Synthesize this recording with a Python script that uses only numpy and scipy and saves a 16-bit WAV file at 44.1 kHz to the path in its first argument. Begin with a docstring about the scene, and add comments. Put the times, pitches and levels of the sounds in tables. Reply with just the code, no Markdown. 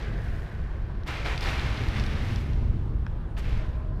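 """A storm heard from behind a closed window. Throughout, wind pressure shakes the building with a deep
rumble and the wind roars dully outside. At first a hollow rush dies away and a hoarse howl swells.
After a second, sheets of rain are flung against the pane, with hissing spray and heavy drops that tick,
and a long gust makes walls and pane boom. Near three seconds something small knocks on the window;
then a last short gust arrives with more rain, and the howl returns."""
import sys
import numpy as np
from scipy import signal
from scipy.fft import rfft, irfft
from scipy.io import wavfile

SR = 44100
rng = np.random.default_rng(int(sys.argv[2]) if len(sys.argv) > 2 else 0)


def materialize(psi):
    """Save the field psi as 16-bit PCM at rate SR to the path in sys.argv[1].

    A 1-D psi becomes a single channel; in a 2-D psi each row is a channel.
    """
    bounded = np.clip(np.atleast_2d(psi).T, -1, 1)
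    quanta = np.round(bounded * 32767).astype(np.int16)
    wavfile.write(sys.argv[1], SR, quanta)


N = 176400


# Wind pressure on the building: time_s, level_db
WIND_PRESSURE = [(0, -35), (.1, -25.5), (.2, -29.5), (.32, -27), (.42, -30.5), (.65, -27.5), (.75, -31.5),
                 (.84, -29.5), (1.1, -31.5), (1.5, -27.5), (1.78, -25.5), (2.15, -23.5), (2.43, -26),
                 (2.66, -23), (2.85, -24), (3.35, -29.5), (3.52, -21.5), (3.64, -29.5), (3.82, -28.5),
                 (4, -25)]
# Spectrum of the rumble: frequency_hz, relative_density_db
RUMBLE_SPECTRUM = [(20, -1.5), (30, -1.5), (40, 1.5), (60, 0.5), (80, -4.5), (110, -7), (150, -11.5),
                   (180, -19), (215, -19), (280, -29.5), (330, -28)]
def buffeting():
    """Forced vibration: fluctuating wind pressure shakes the building with a deep rumble."""
    level_db = np.interp(seconds(), *np.transpose(WIND_PRESSURE)) - 1
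    return from_db(level_db) * turbulence(RUMBLE_SPECTRUM, flutter_db=0.45, flutter_hz=8.2)


# Gusts that lean on the wall: start_s, gain_db, attack_s, hold_s, fade_db_per_s
GUST_SURGES = [(1.35, -0.5, 0.46, 0.85, 27), (3.38, -8, .12, 0.027, 43)]
# Modes of walls and pane: pitch_hz, width_hz, level_db
WALL_MODES = [(114, 28.6, -35), (216.2, 53, -43), (322, 194, -46.5)]
def wall_boom():
    """Resonance: strong gusts excite the low modes of walls and pane."""
    return surges(GUST_SURGES) * resonances(WALL_MODES)


# Sheets of rain reaching the pane: start_s, level_db, attack_s, hold_s, fade_db_per_s
RAIN_SHEETS = [(-.05, -44.5, .03, 0.031, 45), (.2, -54, 0.047, 0.075, 8.5), (1.06, -36, 0.02, 0.024, 36),
               (1.24, -33, 0.019, 0.017, 72.5), (1.403, -37, .015, 0.17, 45.5),
               (1.445, -33.5, 0.016, 0.021, 89), (1.56, -39.5, 0.062, 0.32, 26),
               (1.952, -37.5, 0.01, 0.013, 97), (2.04, -42.5, 0.085, 0.2, 52.5),
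               (3.362, -43, 0.014, 0.0095, 266), (3.4, -45.5, 0.05, 0.12, 73)]
# The pane's response to a drop: frequency_hz, relative_density_db
PANE_RESPONSE = [(150, -15), (300, 3), (500, 2), (700, 3.5), (1100, 1.5), (1600, 3), (2200, 3.5),
                 (3000, -1.5), (4200, -7.5), (5400, -12.5), (7000, -21.5), (9000, -28.5), (11000, -31.5),
                 (15500, -51.5)]
def rain_on_pane():
    """Shot noise: random drops drive the pane, denser and louder as the rain grows heavier."""
    load = surges(RAIN_SHEETS)
    drops_per_s = 9000 * np.sqrt(load / load.max())
    drumming = colour(patter(drops_per_s, spread_db=0), PANE_RESPONSE)
    return load * rms_one(room(drumming))


# Fine spray reaching the glass: start_s, level_db, attack_s, hold_s, fade_db_per_s
SPRAY_SURGES = [(-.05, -69.5, .03, .1, 26), (.12, -65.5, 0.11, 0.17, 47), (1.062, -54.5, .01, 0.014, 90),
                (1.243, -57, .01, .02, 60), (1.405, -54.5, .01, 0.091, 40), (1.75, -61.5, 0.068, .25, 23),
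                (2.2, -61, 0.04, 0.13, 70), (3.368, -54, 0.014, 0.01, 506.5),
                (3.4, -65.5, 0.028, 0.055, 61)]
# Spectrum of the spray: frequency_hz, relative_density_db
SPRAY_SPECTRUM = [(2000, -13), (3500, 5.5), (5400, 4), (7500, -0.5), (11000, -3), (15500, -7)]
def spray():
    """Superposition: the tiny impacts of many droplets merge into a hiss."""
    hiss = colour(patter(per_s=2500, spread_db=3), SPRAY_SPECTRUM)
    return surges(SPRAY_SURGES) * rms_one(hiss)


# Heavy drops hitting the glass: start_s, strength_db
HEAVY_DROPS = [(1.035, -46), (1.3775, -29.5), (1.4085, -25.5), (1.4265, -28), (1.431, -26), (1.4395, -28),
               (1.4885, -29), (1.596, -28), (1.776, -36), (1.886, -31.5), (1.9975, -26.5), (2.039, -33),
               (2.064, -30.5), (2.36, -29), (2.533, -42)]
# Filter that shapes a bursting drop: frequency_hz, gain_db
SPLAT_RESPONSE = [(700, -23), (2000, -3), (3500, 7.5), (5500, 2.5), (7000, -13.5), (11000, -17),
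                  (15500, -32)]
def heavy_drops():
    """Broadband transients: each heavy drop bursts too briefly to have a pitch, and ticks."""
    strays_per_s, stray_gain_db, decay_s = 19, 0.5, 0.0014
    # Further drops fall at random, as strong as the rain is at that moment.
    strays = (rng.random(N) < strays_per_s / SR) * surges(RAIN_SHEETS) * from_db(stray_gain_db)
    impacts = clicks_at(HEAVY_DROPS) + strays
    envelope = signal.lfilter([1], [1, -np.exp(-1 / (decay_s * SR))], impacts + 1e-18)
    return colour(envelope * rng.standard_normal(N), SPLAT_RESPONSE)


# Modes rung by the knock: pitch_hz, gain_db, t60_s
WINDOW_MODES = [(860, -4, 0.02), (1300, 3, .005), (1610, 2.5, 0.012), (2480, -11.5, .012),
                (3250, -13.5, 0.011), (5400, -13, .005)]
def knock(start_s=3.0657, strength_db=-31):
    """Free vibration: something small strikes the window once, and its damped modes ring out."""
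    impact = clicks_at([(start_s, strength_db)])
    sound = 0
    for k, (hz, gain_db, t60_s) in enumerate(WINDOW_MODES):
        radius, angle = from_db(-60 / (t60_s * SR)), 2 * np.pi * hz / SR
        feedback = [1, -2 * radius * np.cos(angle), radius ** 2]
        ring = signal.lfilter([0, np.sin(angle)], feedback, impact * from_db(gain_db) + 1e-18)
        sound = sound + (-1) ** k * ring   # neighbouring modes start in opposite phase
    return sound


# The wind as heard through the glass: frequency_hz, relative_density_db
ROAR_SPECTRUM = [(150, 10), (260, 6), (370, 6.5), (520, 2), (640, 0.5), (760, -1), (1050, -1), (1650, -7.5),
                 (2150, -16.5), (3400, -19.5), (6500, -35), (13000, -40), (16000, -55)]
def wind_roar(level_db=-47):
    """Transmission loss: the glass muffles the treble of the turbulent wind outside."""
    return from_db(level_db) * turbulence(ROAR_SPECTRUM, flutter_db=1.37, flutter_hz=7.3)


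# The opening rush of air: start_s, level_db, attack_s, hold_s, fade_db_per_s
RUSH_SURGES = [(-0.08, -49.5, 0.097, 0.29, 17)]
# Resonances of the rush: pitch_hz, width_hz, gain_db
HOLLOW_MODES = [(420, 250, -2), (684, 130, -6.5), (1560, 240, -3), (1780, 500, -4.5)]
def hollow_rush():
    """Broad resonances colour flow noise into a hollow rush, as of wind through a gap."""
    return surges(RUSH_SURGES) * resonances(HOLLOW_MODES)


# Swells of the howl: start_s, level_db, attack_s, hold_s, fade_db_per_s
HOWL_SURGES = [(.3, -60.5, 0.5, 0.38, 36), (3.4, -54, 0.22, 0.28, 20)]
# Resonances of the howl: pitch_hz, width_hz, gain_db
HOWL_RESONANCES = [(622, 51, -2.5), (1020, 48, -5), (1567, 250, -11)]
def howl():
    """Narrow-band noise: wind around the building howls with a hoarse pitch."""
    return surges(HOWL_SURGES) * resonances(HOWL_RESONANCES)


def room(sound, t60_s=0.3, tail_db=-11.5):
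    """Reverberation: a furnished room adds a short diffuse tail, 3 ms after the direct sound."""
    t = seconds()
    tail = rng.standard_normal(N) * from_db(-60 * t / t60_s) * (t > .003)
    return sound + from_db(tail_db) * signal.fftconvolve(sound, tail / np.linalg.norm(tail))[:N]


def turbulence(spectrum, flutter_db, flutter_hz):
    """Amplitude modulation: half-octave bands of noise flutter, partly together; rms 1."""
    hz = np.maximum(np.arange(N // 2 + 1) * SR / N, 1)
    low_hz, high_hz = spectrum[0][0], spectrum[-1][0]
    roll_off = np.minimum(hz / low_hz, 1) ** 2 * np.minimum(high_hz / hz, 1) ** 4
    noise = rfft(rng.standard_normal(N)) * gain_at(spectrum, hz) * roll_off
    band = np.floor(2 * np.log2(np.clip(hz, 20, high_hz)))
    together = .5 * drift(flutter_hz / 2)
    sound = 0
    for k in np.unique(band):
        flutter = from_db(flutter_db * (together + drift(flutter_hz)))
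        sound = sound + flutter * irfft(noise * (band == k), N)
    return rms_one(sound)


def resonances(modes):
    """Random excitation: for each mode, noise passes twice through a resonator."""
    sound = 0
    for hz, width_hz, db in modes:
        radius = np.exp(-np.pi * width_hz / SR)
        b, a = [1, 0.0084, -1], [1, -2 * radius * np.cos(2 * np.pi * hz / SR), radius ** 2]
        once = signal.lfilter(b, a, rng.standard_normal(N))
        sound = sound + from_db(db) * rms_one(signal.lfilter(b, a, once))
    return sound


def patter(per_s, spread_db):
    """Poisson process: random impacts, with unit power at any rate."""
    chance = np.clip(per_s / SR, 1e-5, 1)
    sizes = from_db(spread_db * np.minimum(rng.exponential(1, N), 4))
    signs = rng.choice([-1, 1], N)
    return rms_one(sizes * signs * (rng.random(N) < chance) / np.sqrt(chance))


def surges(rows):
    """Incoherent addition: attack-hold-fade envelopes sum in power; returns an amplitude."""
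    t, power = seconds(), 1e-14
    for start_s, level_db, attack_s, hold_s, fade_db_per_s in rows:
        rise = np.clip((t - start_s) / attack_s, 0, 1)
        fading_s = np.maximum(t - start_s - attack_s - hold_s, 0)
        power = power + (rise * from_db(level_db - fade_db_per_s * fading_s)) ** 2
    return np.sqrt(power)


def clicks_at(rows):
    """Ideal impulses, one for each row."""
    clicks = np.zeros(N)
    for start_s, strength_db in rows:
        clicks[int(start_s * SR)] += from_db(strength_db)
    return clicks


def colour(sound, spectrum):
    """Minimum-phase filtering: the response never precedes the impact."""
    hz = np.maximum(np.arange(N + 1) * SR / (2 * N), 1)
    cepstrum = irfft(np.log(gain_at(spectrum, hz)))
    cepstrum[1:N] *= 2
    cepstrum[N + 1:] = 0
    return irfft(rfft(sound, 2 * N) * np.exp(rfft(cepstrum)))[:N]


def drift(rate_hz):
    """Low-passed noise: a slow random wander of rms 1."""
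    step, settle = 40, 2000   # samples per slow step; steps for the filter to settle
    pole = np.exp(-2 * np.pi * rate_hz * step / SR)
    noise = rng.standard_normal(N // step + settle + 2)
    slow = signal.lfilter([1], [1, -2 * pole, pole ** 2], noise)[settle:]
    return np.interp(np.arange(N) / step, np.arange(len(slow)), rms_one(slow))


def gain_at(spectrum, hz):
    """Amplitude of a spectrum, interpolated in decibels over log frequency."""
    points_hz, points_db = np.transpose(spectrum)
    return from_db(np.interp(np.log(hz), np.log(points_hz), points_db))


def from_db(db):
    """Decibels to amplitude ratio."""
    return 10 ** (np.asarray(db) / 20)


def rms_one(x):
    """Normalisation to unit rms."""
    return x / np.sqrt(np.mean(x ** 2) + 1e-20)


def seconds():
    """The time of every sample."""
    return np.arange(N) / SR


def scene():
    """Superposition: building, window and wind add at one point indoors."""
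    building = buffeting() + wall_boom()
    window = rain_on_pane() + spray() + room(heavy_drops() + knock())
    wind = wind_roar() + hollow_rush() + howl()
    return (building + window + wind)[None]


def record(dry):
    """Band limiting: a steep low-pass filter removes the highest treble."""
    cutoff_hz = 15400
    return signal.sosfilt(signal.ellip(12, .1, 90, cutoff_hz, fs=SR, output="sos"), dry)


dry = scene()
out = record(dry)
materialize(out)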